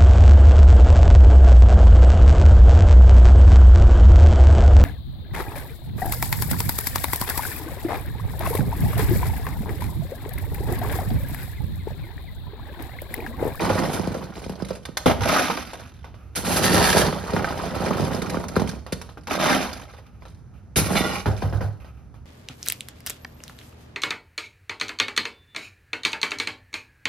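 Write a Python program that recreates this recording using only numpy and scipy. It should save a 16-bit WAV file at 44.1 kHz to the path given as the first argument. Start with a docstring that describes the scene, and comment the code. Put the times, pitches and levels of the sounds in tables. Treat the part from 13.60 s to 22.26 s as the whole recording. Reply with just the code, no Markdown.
"""A steel shovel digs river stones from a pickup bed and tips them into a plastic bucket, twice; then it is laid down.
The blade rasps and sings by stick-slip as it grinds through the pile; stones click together in random collisions,
knock on the ribbed liner as dispersive bending waves, and drum the modes of the bucket.
Heavy landings boom in the modes of the bed, whose side walls reflect the sound.
A phone with two ports lies in the bed, in a quiet driveway with a low rumble of far traffic."""
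import sys
import numpy as np
from scipy import signal
from scipy.fft import rfft, irfft, next_fast_len
from scipy.io import wavfile
from scipy.ndimage import uniform_filter1d

SR = 44100
rng = np.random.default_rng(int(sys.argv[2]) if len(sys.argv) > 2 else 0)


def inscribe(sig):
    """Save sig as 16-bit PCM at rate SR to the path in sys.argv[1].

    A 1-D sig is mono; a 2-D sig holds one channel per row.
    Samples are clipped to [-1, 1] before scaling.
    """
    pcm = np.round(np.clip(np.atleast_2d(sig).T, -1, 1) * 32767)
    wavfile.write(sys.argv[1], SR, pcm.astype(np.int16))


N = 381796
T = np.arange(N) / SR
RING_T = T[:12000]  # time axis of one collision

# Levels in the tables are relative: the functions add their own gains, and the echoes and filters follow.


def undb(db):
    """Logarithmic level: decibels to amplitude gain."""
    return 10 ** (np.asarray(db) / 20)


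def unit(x):
    """Energy normalization: scale each row to an energy of one."""
    return x / np.sqrt(np.sum(x ** 2, axis=-1, keepdims=True))


def peak(x):
    """Peak normalization: scale a (mid, side) pair to a mid peak of one."""
    return x / np.abs(x[0]).max()


def on_bins(points, size):
    """Log-frequency interpolation: read a table over frequency at the bins of a transform."""
    hz, value = np.transpose(points)
    bins_hz = np.fft.rfftfreq(size, 1 / SR)
    return np.interp(np.log(bins_hz + 1), np.log(hz), value)


def colour(x, points):
    """Minimum-phase filtering: folding the cepstrum gives a causal filter with the tabled spectrum."""
    size = next_fast_len(x.shape[-1] // 2 + len(RING_T) // 2) * 2
    cepstrum = irfft(np.log(undb(on_bins(points, size))))
    response = np.exp(rfft(2 * cepstrum[:size // 2], size) - cepstrum[0])
    return irfft(rfft(x, size) * response)[..., :x.shape[-1]]


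def through(x, response):
    """Convolution: pass a (mid, side) pair through an impulse response."""
    return signal.oaconvolve(x, response, axes=-1)[:, :x.shape[1]]


def add(out, s, sound):
    """Superposition: mix a (mid, side) sound in at a time in seconds."""
    start = max(int(s * SR), 0)
    out[:, start:start + sound.shape[1]] += sound[:, :N - start]


def fade(t60):
    """Exponential damping: a decay of 60 dB in t60 seconds."""
    return np.exp(-np.log(1000) * RING_T / t60)


def burst(t60):
    """High modal density: countless close modes die together as noise, independent in mid and side."""
    return unit(rng.standard_normal((2, len(RING_T))) * fade(t60))


def ring(modes, jitter=0.0047):
    """Modal synthesis: a blow at a random spot gives each detuned mode its own strength in mid and side."""
    waves = []
    for hz, db, t60 in modes:
        mode_hz = hz * (1 + jitter * rng.normal())
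        waves.append(undb(db) * unit(fade(t60) * np.sin(2 * np.pi * mode_hz * RING_T)))
    shape = (2, len(modes))
    strength = rng.choice([-1, 1], shape) * rng.uniform(0.51, 1, shape)
    return unit(strength @ np.array(waves))


def contact(t60, settle_t60=0.021):
    """Gradual contact: a rough stone seats itself over a few milliseconds, and its crack dies away."""
    return unit(burst(t60) * (1 - fade(settle_t60)))


def gesture(start, rise_s, hold_s, fall_db_per_s, first_db=-9.0):
    """Energy envelope: a gain that starts at first_db, swells to one, holds and dies away."""
    age = T - start
    rise = first_db * np.clip(1 - age / rise_s, 0, 1)
    fall = fall_db_per_s * np.maximum(age - rise_s - hold_s, 0)
    return (age >= 0) * undb(rise - fall)


def wander(count):
    """Slow random modulation: drift joined by straight lines between count turning points."""
    return np.interp(T, np.linspace(0, T[-1], count), rng.standard_normal(count))


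def surges(depth_db):
    """Granular avalanching: the gain of a flow that catches and slips."""
    return undb(depth_db * wander(count=260))


SPURT_RISE_S, SPURT_FALL_DB_PER_S = 0.0019, 189.5


def spurts(rows):
    """Brief excitation: runs that start at once, hold and stop quickly."""
    return sum(undb(db) * gesture(s, SPURT_RISE_S, length, SPURT_FALL_DB_PER_S) for s, length, db in rows)


# spectrum of far traffic: frequency_hz, level_db
TRAFFIC_TONE = [(15, -54.5), (25, -41), (59, -6), (118, -13), (196, -21.5), (475, -36.5), (750, -38.5),
                (1060, -43), (1350, -42.5), (3000, -60.5), (8780, -59.5), (15000, -74.5)]
TRAFFIC_DB = -44


def outdoor_air():
    """Distant broadband sources: far traffic is a low rumble that swells and sinks a little."""
    noise = unit(colour(rng.standard_normal((2, N)), TRAFFIC_TONE)) * np.sqrt(N)
    return undb(TRAFFIC_DB + wander(count=40)) * noise


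# treble-heavy scattering by the ribbed walls: frequency_hz, level_db
SCATTER_TONE = [(400, -18), (3000, -2)]


def echoes(walls_t60=0.05, yard_t60=0.49, yard_db=-4):
    """Diffuse reflection: a quick decay off the bed walls and a longer tail from the house front."""
    walls = colour(burst(walls_t60), SCATTER_TONE)
    return unit((walls + undb(yard_db) * burst(yard_t60)) * (1 - fade(0.0077)))


# hands slide along the shaft and the bucket rim: start_s, length_s, level_db
RUBS = [(2.56, 0.18, -62), (6.42, 0.2, -65), (6.935, 0.022, -61), (8.2, 0.12, -56), (8.37, 0.07, -66),
        (8.54, 0.038, -63)]
# spectrum of that rubbing: frequency_hz, level_db
RUB_TONE = [(300, -1.5), (830, 9.5), (1020, -2), (1250, 12.5), (1600, 0.5), (2100, -2), (2500, 2.5),
            (3500, -9), (5500, -15), (12000, -15)]


def rubbing(surge_db=3):
    """Sliding friction: hands rub faintly over wood and plastic as coloured noise."""
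    noise = unit(colour(rng.standard_normal((2, N)), RUB_TONE)) * np.sqrt(N)
    return spurts(RUBS) * surges(surge_db) * noise


# modes of the loaded blade: frequency_hz, level_db, t60_s
BLADE_MODES = [(643, -14.5, 0.076), (754, 8, 0.0055), (889, 1.5, 0.038), (1134, 0.5, 0.1),
               (1240, -6.5, 0.05), (1468, 6.5, 0.1), (1290, -11, 0.008), (1874, 13, 0.021),
               (2373, 1, 0.024), (3400, -2.5, 0.11), (4870, 5.5, 0.02)]
# spectrum of a stone on the blade: frequency_hz, level_db
BLADE_TONE = [(200, -8), (450, 2.5), (700, 3), (1000, 6), (1300, 1.5), (2000, -9.5), (3000, -7),
              (8000, -24.5)]


def blade_clack(crack_t60=0.098, ring_db=-4):
    """Damped plate modes: a stone strikes the steel blade, which the load damps and detunes."""
    return unit(colour(contact(crack_t60) + undb(ring_db) * ring(BLADE_MODES, jitter=0.0502), BLADE_TONE))


# spectra of clicks in the bed, clicks in the bucket and crushed grit: frequency_hz, level_db
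CLICK_TONE = [(500, -19.5), (1500, 13), (2800, 0), (4400, 5), (6000, -1.5), (8500, 3.5), (10500, -3.5),
              (13500, -9.5), (16000, -12.5)]
POUR_CLICK_TONE = [(500, -31.5), (1500, 10.5), (2800, -3.5), (4400, -4), (6000, -9), (8500, -11),
                   (10500, -8.5), (13500, -16.5), (16000, -31)]
GRIT_TONE = [(2000, -13.5), (6000, -7), (9000, 2), (12000, -4), (16000, -10)]


def stone_click(tone, crack_t60=0.062, ring_db=-4):
    """Impact of small stiff bodies: a dry crack and three very brief random pitches."""
    pitches_hz = np.geomspace(2200, 12000, 200)[rng.integers(200, size=3)]
    modes = [(hz, 0, .012) for hz in pitches_hz]
    return unit(colour(contact(crack_t60) + undb(ring_db) * ring(modes), tone))


# spectrum of a stone on the bed floor: frequency_hz, level_db
KNOCK_TONE = [(30, -50.5), (65, 6), (120, -1.5), (180, 8.5), (310, -0.5), (480, -5), (750, -12),
              (1300, -21.5), (4000, -44.5)]


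def bed_knock(travel=.14, panel_t60=0.039, panel_db=-1):
    """Dispersion of bending waves in the bed floor: highs arrive first, so each knock sweeps downward."""
    hz = np.fft.rfftfreq(len(RING_T), 1 / SR)
    # the phase gives a delay of travel / sqrt(frequency), travel in s * sqrt(Hz)
    sweep = irfft(np.exp(-4j * np.pi * travel * rng.uniform(0.684, 1.2) * np.sqrt(hz)))
    early = int(SR * .003)  # skip the first 3 ms of travel
    sweep = unit(np.pad(sweep[early:], (0, early)) * fade(0.26))
    place = np.array([[1], [rng.uniform(-1.2, 1)]])
    return unit(colour(place * sweep + undb(panel_db) * burst(panel_t60), KNOCK_TONE))


# modes of the bucket: frequency_hz, level_db, t60_s
BUCKET_MODES = [(198.3, -0.5, 0.081), (256, 4, 0.13), (298.5, -1.5, 0.22), (557, -5.5, 0.06),
                (800, 0, 0.04), (1153, -9, 0.071), (1358, -12, 0.046), (1890, -10.5, 0.1)]
# spectra of low drumming and bright clatter in the bucket: frequency_hz, level_db
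DRUM_TONE = [(40, -23.5), (120, 2.5), (230, 3.5), (330, 1.5), (500, -3), (800, -1.5), (1500, -33.5),
             (4000, -49.5)]
CLATTER_TONE = [(250, -19.5), (550, -10), (800, -1.5), (1250, 6), (2000, -4), (3000, -5.5), (4500, -12.5),
                (9000, -21)]


def bucket_blow(tone, wall_t60=0.02, ring_db=-5, jitter=0.0854):
    """Shell and cavity resonance: a stone strikes the plastic wall and sounds the hollow of the bucket."""
    return unit(colour(contact(wall_t60) + undb(ring_db) * ring(BUCKET_MODES, jitter), tone))


# modes of a stone clapping on its neighbours: pitch_multiple, level_db
TOCK_MODES = [(.52, -5.5), (.88, -2), (1, 2), (1.13, -3), (1.55, -15.5)]


def stone_tock(hz, t60=0.027):
    """Scaled modes: a large stone claps on its neighbours with a few close, quickly damped pitches."""
    return ring([(hz * ratio, db, t60) for ratio, db in TOCK_MODES])


def any_tock(low_hz=560, high_hz=1900):
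    """Log-uniform size distribution: the tock of a stone of random size."""
    return stone_tock(low_hz * (high_hz / low_hz) ** rng.random(), t60=0.082)


def shower(flow, blow, rate, scatter_db, count=40):
    """Random point process: many different collisions, up to rate per second; a louder flow has more."""
    chance = rate / SR * (flow / flow.max()) ** .62
    hits = (rng.random(N) < chance) * undb(scatter_db * np.minimum(rng.exponential(size=N), 4))
    # the collisions of each moment share the energy of the flow
    power = uniform_filter1d(uniform_filter1d(hits ** 2, size=1800), size=1800)
    hits *= flow / np.sqrt(np.abs(power) + 10 / SR)
    stones = [blow() for _ in range(count)]
    which = rng.integers(count, size=N)
    out = np.zeros((2, N))
    for i in np.flatnonzero(hits):
        add(out, T[i], hits[i] * stones[which[i]])
    return out


# light taps on the blade and the bucket rim: start_s, level_db
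TAPS = [(2.542, -34), (5.491, -28), (6.289, -36), (6.3369, -32), (6.386, -32), (6.622, -32), (6.6536, -28),
        (8.246, -32), (8.542, -36)]


def handling(level_db=-3):
    """Light impact: faint taps as the shovel is swung about and the bucket is touched."""
    out = np.zeros((2, N))
    for s, db in TAPS:
        tap = blade_clack(crack_t60=0.14) + undb(-13) * stone_click(CLICK_TONE, crack_t60=.1)
        add(out, s, undb(db + level_db) * peak(tap))
    return out


# landings of the load or the shovel: start_s, contact_level_db, boom_level_db
THUDS = [(0.081, -29.5, -21.5), (1.462, -10.5, -22), (1.586, -29, -20.5), (7.161, -23, -16.5),
         (7.658, -13, -14.5), (7.822, -17.5, -16), (7.926, -23, -17), (8.008, -21.5, -18)]
# modes of the pickup bed: frequency_hz, level_db, t60_s
BED_MODES = [(70.5, 1, 0.49), (92.6, 1, 0.22), (107.8, 0.5, 0.28), (143, -6, 0.22)]
# spectrum of the shovel buzzing on the liner: frequency_hz, level_db
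BUZZ_TONE = [(200, 4), (500, 0), (780, 5.5), (1100, -6.5), (1500, 0), (2400, -26), (7000, -30.5)]


def heavy_landings(boom_db=1, boom_lag=0.0091, buzz_db=-3, buzz_t60=0.3):
    """Structural resonance: a weight lands and chatters on the liner; the bed booms a moment later."""
    out = np.zeros((2, N))
    for s, db, boom in THUDS:
        add(out, s, undb(db) * peak(blade_clack(crack_t60=0.054) + undb(3.0) * bed_knock()))
        add(out, s, undb(db + buzz_db) * peak(colour(contact(buzz_t60), BUZZ_TONE)))
        shaken = ring(BED_MODES, jitter=0.03) * (1 - fade(0.16))
        add(out, s + boom_lag, undb(boom + boom_db) * peak(shaken))
    return out


# wedged stones snapping free: start_s, level_db, pitch_hz
SNAPS = [(0.1, -11, 575), (0.546, -20.5, 555), (1.106, -19.5, 555), (3.399, -16, 543), (3.527, -19.5, 850),
         (3.697, -20, 1080), (3.765, -14, 1650), (3.795, -15, 1460), (3.845, -6.5, 1548),
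         (3.907, -16.5, 890), (3.998, -19, 1160), (4.309, -13, 1115), (4.744, -22, 1160), (4.77, -23, 1400),
         (4.84, -20, 1130), (4.965, -14, 1400), (7.353, -20, 1620)]


def snapping_stones(clack_db=-7):
    """Sudden release: a jammed stone slips, strikes its neighbour with a pitched tock and jars the blade."""
    out = np.zeros((2, N))
    for s, db, hz in SNAPS:
        add(out, s, undb(db) * peak(stone_tock(hz) + undb(clack_db) * blade_clack()))
    return out


# stones knocking on the bed: start_s, level_db, blade_clack_relative_db
KNOCKS = [(0.098, -13.5, 3.5), (0.395, -15.5, -25.5), (0.473, -15.5, -29), (0.863, -24.5, -33),
          (0.895, -20.5, -25), (1.001, -27, 1), (1.022, -18.5, -29), (1.107, -24.5, -18),
          (1.288, -27.5, -25), (3.122, -14, -26.5), (3.143, -11.5, -22), (3.527, -19.5, -11),
          (3.735, -13.5, -37), (3.765, -15, -10), (4.307, -16.5, -14), (4.397, -14.5, -22),
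          (4.423, -21, -30), (4.622, -19.5, -11), (4.744, -15.5, -8), (4.77, -16, -28), (4.965, -8.5, -19),
          (4.996, -16, -12), (5.018, -12.5, -16), (5.325, -16.5, -22), (7.162, -17, -26),
          (7.184, -16, -14.5), (7.26, -21, -20), (7.304, -16, -15), (7.357, -14.5, -22),
          (7.405, -16.5, -29), (7.462, -18.5, -18), (7.683, -20, -34)]
# big stones falling into the bucket: start_s, level_db, clack_relative_db, click_relative_db, pitch_hz
DROPS = [(1.459, 3, -3.5, -13, 518), (1.477, -9, 1, 1, 3280), (1.497, -4.5, 4.5, -5.5, 676),
         (1.511, -4.5, 6.5, -16, 798), (1.671, -18.5, 12, -3, 784), (1.763, -3, 12, -13, 1260),
         (1.791, -11, 7, -17, 937), (1.899, -6, 18, 0, 920), (5.573, -22.5, -1, -31, 1390),
         (5.709, -11, 0, -4, 760), (5.857, -8.5, 18, 9, 1120), (5.885, -9.5, 25, 2, 1896),
         (5.903, -10, 17, -1, 2670), (5.948, -6, -13, -6, 703), (6.029, -13.5, 4, 7, 784)]
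# sharp clinks of stone and steel: start_s, level_db, blade_clack_relative_db
CLINKS = [(0.543, -26, -16), (1.048, -27.5, -17), (1.104, -33, -11), (1.253, -20.5, -3),
          (1.3709, -7.5, -6.5), (1.684, -15.5, -19), (2.1331, -27.5, 7), (2.1991, -34.5, 8.5),
          (2.4434, -39, 15.5), (2.7522, -24.5, -11), (4.6184, -17, -20), (4.6982, -16, -25),
          (4.839, -28, 2), (4.8832, -21.5, -13), (4.9569, -24, 6), (4.997, -20, -23), (5.0924, -20, -27),
          (5.2644, -32, 10.5), (5.3232, -16, -11), (5.3291, -21, -31), (5.4149, -24, 0.5), (6.13, -23, -12),
          (7.3555, -18, 10)]
KNOCK_CLICK_DB = -21  # the stone's own click, relative to its knock
CHIP_LAG_S, CHIP_DB = 0.0028, -14.5  # a clinking stone skids on with a second, brighter tick


def single_stones(clack_db=5, drop_db=-4.5, clink_db=-3.5):
    """Isolated impacts: big stones knock on the bed or drop in the bucket, and stone clinks on steel."""
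    out = np.zeros((2, N))
    for s, db, clack in KNOCKS:
        knock = bed_knock() + undb(clack + clack_db) * blade_clack()
        click = stone_click(CLICK_TONE, crack_t60=0.028)
        add(out, s, undb(db) * peak(knock + undb(KNOCK_CLICK_DB) * click))
    for s, db, clack, click, hz in DROPS:
        stone = unit(bucket_blow(CLATTER_TONE, wall_t60=0.08) + undb(2.5) * stone_tock(hz, t60=0.055))
        body = bucket_blow(DRUM_TONE, wall_t60=0.075, ring_db=-13, jitter=0.028) + undb(clack) * stone
        tick = stone_click(POUR_CLICK_TONE, crack_t60=0.088)
        add(out, s, undb(db + drop_db) * peak(body + undb(click) * tick))
    for s, db, steel in CLINKS:
        click = stone_click(CLICK_TONE, crack_t60=0.038, ring_db=-6.5)
        clink = click + undb(steel) * blade_clack(crack_t60=0.3)
        # the click alone sets the level
        add(out, s, undb(db + clink_db) * clink / np.abs(click[0]).max())
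        add(out, s + CHIP_LAG_S, undb(db + CHIP_DB) * peak(stone_click(GRIT_TONE, crack_t60=0.025)))
    return out


# loads sliding into the bucket, the second in two rushes:
# start_s, swell_s, full_flow_s, fall_db_per_s, level_db
POURS = [(1.604, 0.085, 0.1, 63.5, -20.5), (5.671, 0.051, 0.08, 70, -26),
         (5.797, 0.065, 0.059, 95.5, -21.5)]
TRICKLE_DB, TRICKLE_FALL_DB_PER_S = -16.5, 46.5  # the last stones settle more slowly
POUR_SURGE_DB = 1.12


def pouring(drum_db=-6.5, clatter_db=-5, tock_db=-4, click_db=-7, click_growth=0.89):
    """Granular flow: a load slides off the blade and rattles down in the bucket; the last stones trickle."""
    flow = 0
    for s, swell, hold, fall, db in POURS:
        rush = gesture(s, swell, hold, fall)
        trickle = undb(TRICKLE_DB) * gesture(s, swell, hold, TRICKLE_FALL_DB_PER_S)
        flow = flow + undb(db) * np.hypot(rush, trickle)
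    flow = flow * surges(POUR_SURGE_DB)
    drum = shower(flow, lambda: bucket_blow(DRUM_TONE), rate=200, scatter_db=4)
    clatter = shower(flow, lambda: bucket_blow(CLATTER_TONE), rate=220, scatter_db=3.5)
    click_flow = flow.max() * (flow / flow.max()) ** click_growth
    clicks = shower(click_flow, lambda: stone_click(POUR_CLICK_TONE), rate=640, scatter_db=0.0)
    tocks = shower(flow, any_tock, rate=95, scatter_db=3.5)
    low = undb(drum_db) * drum + undb(tock_db) * tocks
    return low + undb(clatter_db) * clatter + undb(click_db) * clicks


# steel scraping along, one curve a thrust: start_s, rasp_level_db, singing_level_db, pitch_hz
SCRAPES = [
    [(2.754, -39.5, -44.5, 1970), (2.82, -52, -57.5, 1940), (2.87, -42.5, -34, 1910),
     (2.98, -29, -34.5, 1850), (3.18, -23.5, -32, 1824), (3.4, -25, -35, 1724), (3.53, -48, -66, 1650)],
    [(7.16, -37.5, -54, 1950), (7.27, -30, -37, 1900), (7.335, -58, -52, 1920), (7.36, -26.5, -41, 1980),
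     (7.45, -38.5, -30, 1920), (7.54, -37, -37.5, 1885), (7.6, -32, -53, 1930), (7.625, -58, -62, 1870)],
]
# spectrum of the rasp: frequency_hz, level_db
RASP_TONE = [(250, -16), (700, 2.5), (1300, 7.5), (2300, 3.5), (3500, 0), (6000, -6.5), (10500, -9),
             (14000, -19)]
# singing modes of the steel: pitch_multiple, level_db, t60_s
STEEL_MODES = [(0.432, 2, 0.13), (.587, -4, .08), (.735, 4.5, 0.08), (1, 3, 0.09), (1.56, -5, .04),
               (1.83, -4.5, 0.061), (2.14, -6, .06), (2.47, -11, .04), (2.78, -18.5, .04)]
# the echo off the bed floor comes later as the blade moves away
FLOOR_LAG_S, FLOOR_LAG_S_PER_S, FLOOR_ECHO_DB = 0.0013, .0007, -10.5


def scraping(sing_db=-7, catches_per_s=550, waver=0.016, patchy_db=3, surge_db=2):
    """Stick-slip friction: each catch of a dense rasp kicks modes that bend and trade strength."""
    out = np.zeros((2, N))
    for stroke in SCRAPES:
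        s, rasp, sing, pitch = np.transpose(stroke)
        t = T[int(s[0] * SR):int(s[-1] * SR) + len(RING_T)]
        caught = rng.random(len(t)) < catches_per_s / SR
        catches = caught * rng.standard_normal((2, len(t))) * np.sqrt(SR / catches_per_s)
        catches = catches * surges(surge_db)[:len(t)]
        hiss = unit(colour(through(catches, contact(.012)), RASP_TONE)) * np.sqrt(len(t))
        hiss = hiss * undb(np.interp(t, s, rasp, -120, -120))
        lag = FLOOR_LAG_S + FLOOR_LAG_S_PER_S * (t - s[0])
        floor_echo = np.array([np.interp(t - lag, t, row) for row in hiss])
        add(out, s[0], hiss + undb(FLOOR_ECHO_DB) * floor_echo)
        kicks = catches * np.interp(t, s, undb(sing), 0, 0)
        for ratio, mode_db, t60 in STEEL_MODES:
            hz = ratio * np.interp(t, s, pitch) * (1 + waver * wander(count=400)[:len(t)])
            pole = np.exp(-np.log(1000) / (t60 * SR))
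            spin = np.exp(2j * np.pi * np.cumsum(hz) / SR)
            # a resonator in a frame that turns with the gliding pitch
            mode = (spin * signal.lfilter([1], [1, -pole], kicks / spin)).imag
            gain = undb(mode_db + sing_db + patchy_db * wander(count=150)[:len(t)])
            add(out, s[0], gain * mode * np.sqrt(2 * (1 - pole ** 2)))
    return out


# push of the blade in the pile, one curve a stroke (scoop and lift, drive in, lever and lift,
# slide in again): start_s, effort_db
STROKES = [
    [(0, -24), (.12, -27.5), (.33, -29.5), (.5, -35.5), (.69, -46.5), (.8, -44), (.97, -45.5), (1.13, -47),
     (1.22, -80)],
    [(2.755, -41), (2.78, -31.5), (2.82, -39), (2.87, -30.5), (3.05, -26.5), (3.19, -21), (3.3, -21.5),
     (3.41, -20.5), (3.52, -32.5), (3.66, -34)],
    [(3.66, -32.5), (3.77, -30), (3.92, -35), (4.12, -32), (4.25, -26.5), (4.47, -32.5), (4.59, -36.5),
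     (4.73, -36.5), (4.88, -42.5), (5.04, -39), (5.24, -74)],
    [(7.18, -32.5), (7.24, -37), (7.27, -33), (7.335, -34.5), (7.36, -28.5), (7.48, -31), (7.6, -40.5),
     (7.64, -56)],
]
FULL_PUSH_DB, PUSH_SURGE_DB = -22.5, 2.33
RATTLE_DB, RATTLE_FALL_DB_PER_S = -19.5, 168  # loose stones after each heavy landing


def effort():
    """Driving force: how hard strokes and landings stir the stones, one at a full push."""
    push = 0
    for stroke in STROKES:
        s, db = np.transpose(stroke)
        push = push + np.interp(T, s, undb(db), 0, 0)
    rattle = sum(undb(db + RATTLE_DB) * gesture(s, 0.0017, 0.0048, RATTLE_FALL_DB_PER_S) for s, db, _ in THUDS)
    return np.hypot(push * surges(PUSH_SURGE_DB), rattle) / undb(FULL_PUSH_DB)


# the edge bites into the pile and crushes grit: start_s, length_s, level_db
BITES = [(0, 0.35, -43.5), (2.754, 0.019, -30), (2.843, 0.073, -28.5), (2.96, 0.43, -29),
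         (7.158, 0.007, -21), (7.255, 0.035, -30), (7.35, 0.19, -41.5)]
# loose stones and grit shift on the lifted blade: start_s, length_s, level_db
SHIFTS = [(.745, 0.0055, -41.5), (.8, 0.12, -49.5), (1.05, 0.11, -47), (4.53, 0.021, -39),
          (5.055, 0.014, -39.5), (5.44, 0.33, -61), (6.68, 0.0283, -59), (6.745, 0.0066, -83.5),
          (7.765, 0.012, -41.5)]
# how firmly the stones bear on the bed floor: start_s, level_db
BEARING = [(3.12, 0), (3.3, -1.5), (3.55, -1), (3.68, -6.5), (3.76, 0.5), (3.9, -5), (4.4, 2), (4.62, 2.5),
           (5.1, 3.5), (7.2, 2), (7.45, -3), (7.58, -3)]
# spectrum of the floor shuddering under the pile: frequency_hz, level_db
RUMBLE_TONE = [(28, -27.5), (50, -13), (72, 1.5), (112, -4.5), (170, -12.5), (250, -7), (500, -41)]
KNOCK_GROWTH, CLICK_GROWTH, RUMBLE_GROWTH = .82, 0.9, 0.7  # dB per dB of effort
BITE_SURGE_DB = 4


def digging(knock_db=-22.5, grind_db=-25, click_db=-33.5, bite_click_db=-4.5, tock_db=-28.0,
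            rumble_db=-31, grit_db=-2):
    """Granular shear: the blade shoves stones over the floor and one another; the floor shudders."""
    push = effort()
    bite = spurts(BITES) * surges(BITE_SURGE_DB)
    bearing = undb(np.interp(T, *np.transpose(BEARING)))
    knocks = shower(bearing * push ** KNOCK_GROWTH, bed_knock, rate=330, scatter_db=2.5)
    grind = shower(push, blade_clack, rate=550, scatter_db=3.5)
    jostle = np.hypot(undb(click_db) * push ** CLICK_GROWTH, undb(bite_click_db) * bite + spurts(SHIFTS))
    clicks = shower(jostle, lambda: stone_click(CLICK_TONE), rate=700, scatter_db=4.5, count=32)
    tocks = shower(push, any_tock, rate=70, scatter_db=4)
    rumble = shower(push ** RUMBLE_GROWTH, lambda: unit(colour(contact(0.073), RUMBLE_TONE)),
                    rate=84, scatter_db=8.0, count=10)
    # crushed grit adds a bright sizzle to each bite
    grit = shower(bite, lambda: stone_click(GRIT_TONE), rate=4100, scatter_db=-0.5, count=24)
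    low = undb(knock_db) * knocks + undb(rumble_db) * rumble
    middle = undb(grind_db) * grind + undb(tock_db) * tocks
    return low + middle + clicks + undb(grit_db) * grit


# standing waves between the bed walls: frequency_hz, level_db
BED_TONE = [(120, 1), (265, -1.5), (430, 1.5), (540, 2.5), (660, 2), (785, 1), (1020, -2.5), (1260, 0),
            (1650, -3.5), (1900, -1), (4500, 0)]
# spectrum of the reflections: frequency_hz, level_db
ECHO_TONE = [(100, 1), (500, 1), (1500, -2.5), (6000, 0), (14000, -2.5)]
# spectrum of the sound the two ports do not share: frequency_hz, level_db
SPREAD = [(60, -7), (300, -2), (1000, -5.5), (4500, -4), (6000, 5), (7500, -11), (8400, -76.5),
          (9700, -36.5), (11400, -6.5), (13000, -19), (14300, -10)]


def scene(echo_db=-6, side_db=-4.0):
    """Superposition: the sounds and their echoes, turned from (mid, side) into left and right."""
    dry = digging() + pouring() + single_stones() + snapping_stones() + heavy_landings() + handling()
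    dry = colour(dry + scraping(), BED_TONE) + rubbing()
    reflected = through(dry, colour(echoes(), ECHO_TONE))
    mid, side = dry + undb(echo_db) * reflected + outdoor_air()
    side = undb(side_db) * colour(side, SPREAD)
    return np.array([mid + side, mid - side])


# level of the left port over the right: frequency_hz, difference_db
BALANCE_DB = [(60, -3.4), (200, -4), (500, -1.5), (1100, 0), (1400, -2.5), (1750, 0), (2300, -4.5),
              (4300, -3), (5900, -6), (7100, -.3)]
# phase lead of the left port over the right: frequency_hz, lead_rad
LEAD = [(100, 0), (1600, .6), (3300, -.3), (4100, .2), (5300, -.5), (6700, -3), (8400, -3.14), (10800, -.1),
        (12100, .05), (13900, 3.1), (16000, 3.3)]
TOP_HZ = 15800


def record(dry):
    """Transduction: the ports differ in level and phase; the phone rounds high peaks and cuts the top."""
    size = 2 * next_fast_len(N // 2 + len(RING_T))
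    # each port takes half of the difference
    left = undb(on_bins(BALANCE_DB, size) / 2) * np.exp(.5j * on_bins(LEAD, size))
    ports = irfft(rfft(dry, size) * np.array([left, 1 / left]))[:, :N]
    top_cut = signal.ellip(10, .2, 80, TOP_HZ, fs=SR, output="sos")
    return signal.sosfilt(top_cut, np.tanh(ports))


dry = scene()
out = record(dry)
inscribe(out)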